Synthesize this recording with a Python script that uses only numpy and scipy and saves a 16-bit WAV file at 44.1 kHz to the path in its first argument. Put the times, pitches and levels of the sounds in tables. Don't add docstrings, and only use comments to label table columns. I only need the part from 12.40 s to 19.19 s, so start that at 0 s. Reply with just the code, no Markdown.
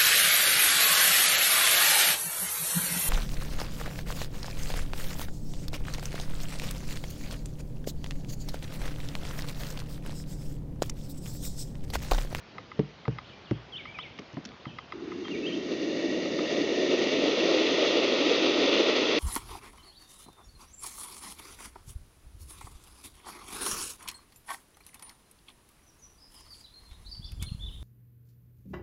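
import sys
import numpy as np
from scipy import signal
from scipy.fft import rfft, irfft, next_fast_len
from scipy.io import wavfile
from scipy.ndimage import uniform_filter1d, map_coordinates

SR = 44100
rng = np.random.default_rng(int(sys.argv[2]) if len(sys.argv) > 2 else 0)


def persist_wave(psi):
    counts = np.round(np.clip(psi, -1, 1) * 32767).astype(np.int16)
    wavfile.write(sys.argv[1], SR, np.atleast_2d(counts).T)


def gain_from_db(level_db):
    decades = np.asarray(level_db, float) / 20
    return 10 ** decades


N = 299428


def unit(x):
    return x / np.sqrt(np.mean(x ** 2) + 1e-20)


def along(points, hz):
    f, value = np.transpose(points)
    return np.interp(np.log(hz + 1), np.log(f + 1), value)


def wobble(rate):
    knots = rng.standard_normal(int(N * rate / SR) + 4)
    return map_coordinates(knots, [np.arange(N) * rate / SR])


def filtered(x, response):
    m = next_fast_len(N + SR // 2)
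    return irfft(rfft(x, m) * response(np.fft.rfftfreq(m, 1 / SR)), m)[:N]


def causal(gain):
    cepstrum = irfft(np.log(gain + 1e-6))
    half = len(cepstrum) // 2
    cepstrum[1:half] *= 2
    cepstrum[half + 1:] = 0
    return np.exp(rfft(cepstrum))[:len(gain)]


def patchy(depth_db):
    z = signal.stft(rng.standard_normal(N + 512), nperseg=512)[2]
    field = uniform_filter1d(rng.standard_normal(z.shape), size=5, axis=0)
    field = uniform_filter1d(field, size=10, axis=1)
    return unit(signal.istft(z * gain_from_db(depth_db * unit(field)), nperseg=512)[1][:N])


def resonate(x, peaks):
    def one_pass(f):
        total = 0
        for k, (centre, width, db) in enumerate(peaks):
            peak = 1j * f * width / (centre * centre - f * f + 1j * f * width)
            total = total + (-1) ** k * gain_from_db(db / 2) * peak
        return total
    return unit(filtered(x, lambda f: one_pass(f) ** 2))


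def ring(modes, rise):
    t = np.arange(SR // 2) / SR
    total = np.zeros(len(t))
    for hz, db, t60 in modes:
        swell = 1 - np.exp(-t * hz / rise)
        total += swell * gain_from_db(db - 60 * t / abs(t60)) * np.sin(2 * np.pi * hz * t)
    return total


def add(track, s, sound):
    track[round(s * SR):][:len(sound)] += sound


def echoes(x, t60):
    t = np.arange(SR // 2) / SR
    tail = rng.standard_normal(len(t)) * gain_from_db(-60 * t / t60)
    return signal.fftconvolve(x, tail / np.linalg.norm(tail))[:N]


def hush():
    # f/Hz, density/dB
    spectrum = [(15, -46), (50, 0.5), (500, -6), (1600, -12.5), (3200, -15), (5000, -20.5), (6300, -28.5),
                (7800, -24.5)]
    level_db = -34.5 + 0.14 * wobble(1.9)
    return gain_from_db(level_db) * filtered(patchy(1.7), lambda hz: gain_from_db(along(spectrum, hz)))


def whistle(flips, slurs, waver):
    rise_from_hz, rise_bow = 2350, .72
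    drop_to_hz, drop_s, fade_db_per_s = 1950, .048, 90
    glide_share = .7
    best_hz, thin_db_per_octave = 3100, 18
    edge_s = .007
    t = np.arange(N) / SR
    pitch, gain = np.full(N, drop_to_hz, float), np.zeros(N)
    for apex, top_hz, rise, drop, db in flips:
        on = (t >= apex - rise) & (t < apex + drop_s)
        u = t[on] - apex
        up = rise_from_hz + (top_hz - rise_from_hz) * abs(1 + u / rise) ** rise_bow
        down = drop_to_hz + (top_hz - drop_to_hz) / (1 + abs(u) / drop)
        pitch[on] = np.where(u < 0, up, down)
        gain[on] = gain_from_db(db - fade_db_per_s * np.maximum(u, 0))
    for s, length, from_hz, to_hz, db in slurs:
        on = (t >= s) & (t < s + length)
        progress = np.minimum((t[on] - s) / (glide_share * length), 1)
        pitch[on] = from_hz + (to_hz - from_hz) * np.sin(np.pi / 2 * progress) ** 2
        gain[on] = gain_from_db(db)
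    pitch = np.interp(t, t[gain > 0], pitch[gain > 0])
    pitch = uniform_filter1d(pitch, size=120) * (1 + waver * wobble(120))
    thinning_db = thin_db_per_octave * abs(np.log2(pitch / best_hz))
    gain = uniform_filter1d(gain, round(edge_s * SR)) * gain_from_db(2.4 * wobble(60) - thinning_db)
    return np.sqrt(2) * gain * np.sin(2 * np.pi * np.cumsum(pitch) / SR)


def songbird():
    # apex t/s, apex f/Hz, rise/s, drop time/s, level/dB
    near_flips = [
        (1.378, 3800, .027, .0045, -42),
        (1.629, 3850, .047, .004, -40.5),
        (2.9, 3800, .002, .008, -50),
    ]
    far_flips = [
        (.882, 4600, .04, .014, -54),
        (1.046, 4700, .002, .017, -53),
        (1.112, 3450, .016, .015, -57),
        (2.222, 4300, .025, .035, -59),
        (2.395, 3300, .035, .06, -59),
    ]
    # start t/s, length/s, from f/Hz, to f/Hz, level/dB
    near_slurs = [(1.322, .032, 3350, 3060, -45), (1.455, .05, 2050, 2330, -42),
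                  (1.545, .038, 2520, 2300, -41), (2.845, .03, 3220, 3190, -44),
                  (2.912, .068, 2830, 2230, -41), (2.968, .022, 2330, 2420, -43),
                  (3.03, .023, 2600, 2630, -40), (3.053, .031, 2650, 3210, -38),
                  (3.084, .026, 3210, 2340, -42), (3.11, .032, 2340, 3150, -40),
                  (3.142, .012, 3150, 3480, -44)]
    far_slurs = [
        (0.929, .035, 2400, 2350, -55),
        (.98, .03, 2150, 2500, -64),
        (1.13, .03, 3250, 3300, -61),
        (2.27, .06, 3100, 2560, -57),
    ]
    near = whistle(near_flips, near_slurs, waver=.005)
    far = whistle(far_flips, far_slurs, waver=.03)
    near_wet = gain_from_db(-6) * echoes(near, t60=0.92)
    far_wet = gain_from_db(1.5) * echoes(far, t60=0.76)
    return near + near_wet + far + far_wet


def snaps():
    # t/s, peak level/dB, centre f/Hz,
    # length/s
    cracks = [(.393, -30, 1600, .007), (.6795, -25, 1000, .005), (1.11, -27, 1600, .005),
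              (.711, -41, 1800, .003), (.982, -42, 1900, .003), (1.779, -38, 2200, .004),
              (1.788, -31, 1800, .008), (1.792, -39, 4200, .006), (1.819, -40, 1500, .003),
              (1.929, -45, 4500, .004), (1.942, -43, 3500, .005), (1.969, -28, 560, .011),
              (2.043, -42, 5600, .003), (2.0515, -30, 5200, .006), (2.0515, -31, 1500, .004),
              (2.056, -31, 4200, .005), (2.071, -45, 5000, .003), (2.089, -40, 2600, .005),
              (2.118, -39, 1500, .004), (2.882, -28, 1800, .004)]
    out, t = np.zeros(N + SR), np.arange(SR // 20) / SR
    for s, db, hz, length in cracks:
        band = signal.butter(2, [hz / 2.1, min(hz * 1.6, 9000)], "band", fs=SR)
        burst = unit(signal.lfilter(*band, rng.standard_normal(len(t))))
        add(out, s, gain_from_db(db - 4.5 - 20 * t / length) * burst)
    return out[:N]


def ticks():
    # t/s, peak level/dB
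    strikes = [(0.182, -29.5), (0.3162, -32.5), (0.6534, -31.5), (0.7851, -28), (1.4541, -33),
               (1.5873, -27.5), (2.2542, -32), (2.386, -28), (2.522, -27.5), (2.7185, -32.5), (2.8516, -35),
               (3.2837, -41), (3.8546, -33.5), (3.9898, -27.5)]
    # f/Hz, level/dB, t60/s
    tick_modes = [
        [(860, -8.5, 0.024), (1045, -5.5, 0.029), (1238, -2.5, 0.062)],
        [(2035, 1.5, 0.02), (2550, -7, 0.014)],
        [(3300, -14, .014), (3810, -21, 0.023), (5000, -22.5, 0.016)],
    ]
    out, t = np.zeros(N + SR), np.arange(SR // 2) / SR
    low, upper, top = [ring(modes, rise=1.64) for modes in tick_modes]
    settle = gain_from_db(-8 * np.clip((t - .0065) / .0015, 0, 1))
    for s, db in strikes:
        top_db = 1.5 + 1.1 * (db + 31.5)
        tick = settle * (low + gain_from_db(-1) * upper + gain_from_db(top_db) * top)
        add(out, s - .0005, gain_from_db(db - 1.0) * tick)
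        add(out, s + 0.002265, gain_from_db(db - 18) * tick)
    return out[:N] + gain_from_db(-12) * echoes(out[:N], t60=.06)


def knocks():
    # t/s, peak level/dB, cavity mode f/Hz, wall mode f/Hz, wall mode level/dB
    blows = [(0.3913, -13, 162.4, 429, 4.5), (.68, -11, 136, 446, -6), (.89, -40, 127, 200, -7),
             (1.111, -12, 132, 332, -0.5), (1.792, -32.5, 263, 405, 1.5), (1.935, -29.5, 133, 300, -5),
             (1.969, -36.5, 191, 261, 14), (1.9769, -34, 187, 273, 12.5), (1.993, -37, 152, 240, -10),
             (2.057, -33.5, 239, 337, -8), (2.266, -26, 149, 242, 0), (2.291, -36.5, 140, 217.4, -5),
             (2.33, -38, 131, 200, -10)]
    # f/Hz, level/dB, t60/s
    wood = [(205, 5, 0.073), (300, -5, 0.13), (543, -11.5, 0.067), (780, -17.5, 0.061), (910, -20.5, 0.068)]
    # f/Hz, level/dB, t60/s
    trunk = (59, -17, .38)
    ring_share = 0.5
    out, t = np.zeros(N + SR), np.arange(SR // 2) / SR
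    for s, db, cavity_hz, wall_hz, wall_db in blows:
        modes = [(cavity_hz, 0, .17), (cavity_hz * .9, -12, .45), (cavity_hz * 1.18, -15, .4)]
        modes += [(wall_hz, wall_db, .09)]
        modes += [(hz, level + 0.87 * wall_db + rng.normal(), t60) for hz, level, t60 in wood]
        body = ring([(hz, level, t60 * ring_share) for hz, level, t60 in modes], rise=1.0)
        force_db = 0.24 * (db + 11.5)
        deep = gain_from_db(force_db) * ring([trunk], rise=1.0)
        contact = gain_from_db(force_db - 8) * np.exp(-((t - .0005) / .00025) ** 2)
        grit = np.convolve(rng.standard_normal(len(t)), np.hanning(14), "same")
        crack = gain_from_db(force_db - 28.5 - 60 * t / 0.022) * grit
        add(out, s, gain_from_db(db - 13.0) * (contact + crack))
        add(out, s + .0008, gain_from_db(db - 2.5) * (deep - body))
    return out[:N] + gain_from_db(-17) * echoes(out[:N], t60=.3)


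def vocal_tract(make_air, shut, wide, gape):
    turn = gape * np.pi / 2
    closed = resonate(make_air(), shut)
    opened = resonate(make_air(), wide)
    return np.cos(turn) * closed + np.sin(turn) * opened


def hiss():
    # t/s, effort as jet level/dB
    breath = [
        (2.52, -69.5),
        (2.88, -57),
        (3.58, -48.5),
        (4.03, -46.5),
        (4.11, -43),
        (4.2, -45),
        (4.969, -39.5),
        (5.87, -38),
        (6.79, -37.5),
    ]
    # f/Hz, width/Hz, level/dB
    chest_shut = [(172.6, 94, -11.5), (324, 101, 3.5), (450, 122, -8.5)]
    chest_open = [(282.4, 130, -3.5), (420.3, 215.5, 0.5), (603.4, 237, -5)]
    throat_peaks = [(823, 170, 0), (1313, 454, 1.5)]
    pipe_shut = [(1878, 190, -1.5), (2260, 210, -3), (2773, 334, -3), (3580, 334, -0.5), (4115, 795, -7.5),
                 (4900, 330, -6), (5250, 370, -10.5), (6090, 1060, -11.5), (7500, 1200, -16.5)]
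    pipe_open = [(1857, 310, -10), (2238, 470, -4.5), (2688, 460, -2), (3430, 600, -1.5),
                 (4208, 1050, -4.5), (4890, 890, -5), (5480, 630, -12), (5940, 470, -14),
                 (7370, 1600, -28.5)]
    t = np.arange(N) / SR
    s, effort_db = np.transpose(breath)
    jet_db = np.interp(t, s, effort_db)
    missing_db = -37 - jet_db

    rasp_db = -26.5 - 0.37 * missing_db - 0.006 * missing_db ** 2
    rasp_db -= 1.5 * np.maximum(t - 5.95, 0)
    rasp_db -= 0.3 * wobble(14)
    throat_db = -9 - 0.88 * missing_db + 0.039 * missing_db ** 2

    flutter = 0.88 * wobble(25) + 0.62 * wobble(70)
    chest_gape = np.clip((jet_db + 60) / (60 - 34.0), 0, 1)
    rasp = vocal_tract(lambda: gain_from_db(flutter) * patchy(0.82), chest_shut, chest_open, chest_gape)
    pushed = gain_from_db(0.58 * flutter + 1.9 * rasp + 0.25 * wobble(8))
    throat = resonate(pushed * patchy(0.3), throat_peaks)
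    pipe_gape = np.clip((jet_db + 48) / (48 - 34.5), 0, 1)
    jet = vocal_tract(lambda: pushed * patchy(0.37), pipe_shut, pipe_open, pipe_gape)
    air = jet + gain_from_db(throat_db) * throat
    onset = np.clip((t - s[0]) / 0.014, 0, 1)
    return onset * (gain_from_db(rasp_db) * rasp + gain_from_db(jet_db + 7.5) * air)


def scene():
    return (hush() + songbird() + snaps() + ticks() + knocks() + hiss())[None]


def roll_off(x):
    return signal.sosfilt(signal.butter(12, 8940, fs=SR, output="sos"), x)


def record(dry):
    # f/Hz, gain/dB
    microphone = [(30, -6.5), (60, -5.5), (120, 2), (6300, 0.5), (7000, -10), (7500, -20), (7750, -28.5),
                  (7950, -63.5)]
    rate = 16000
    x = filtered(dry[0], lambda hz: causal(gain_from_db(along(microphone, hz)) * (hz < rate / 2)))
    folded = x * np.cos(2 * np.pi * rate * np.arange(N) / SR)
    mirror = filtered(folded, lambda hz: (hz > 8300) & (hz < 8930))
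    return roll_off((x + gain_from_db(-16.5) * mirror)[None])


dry = scene()
out = record(dry)
persist_wave(out)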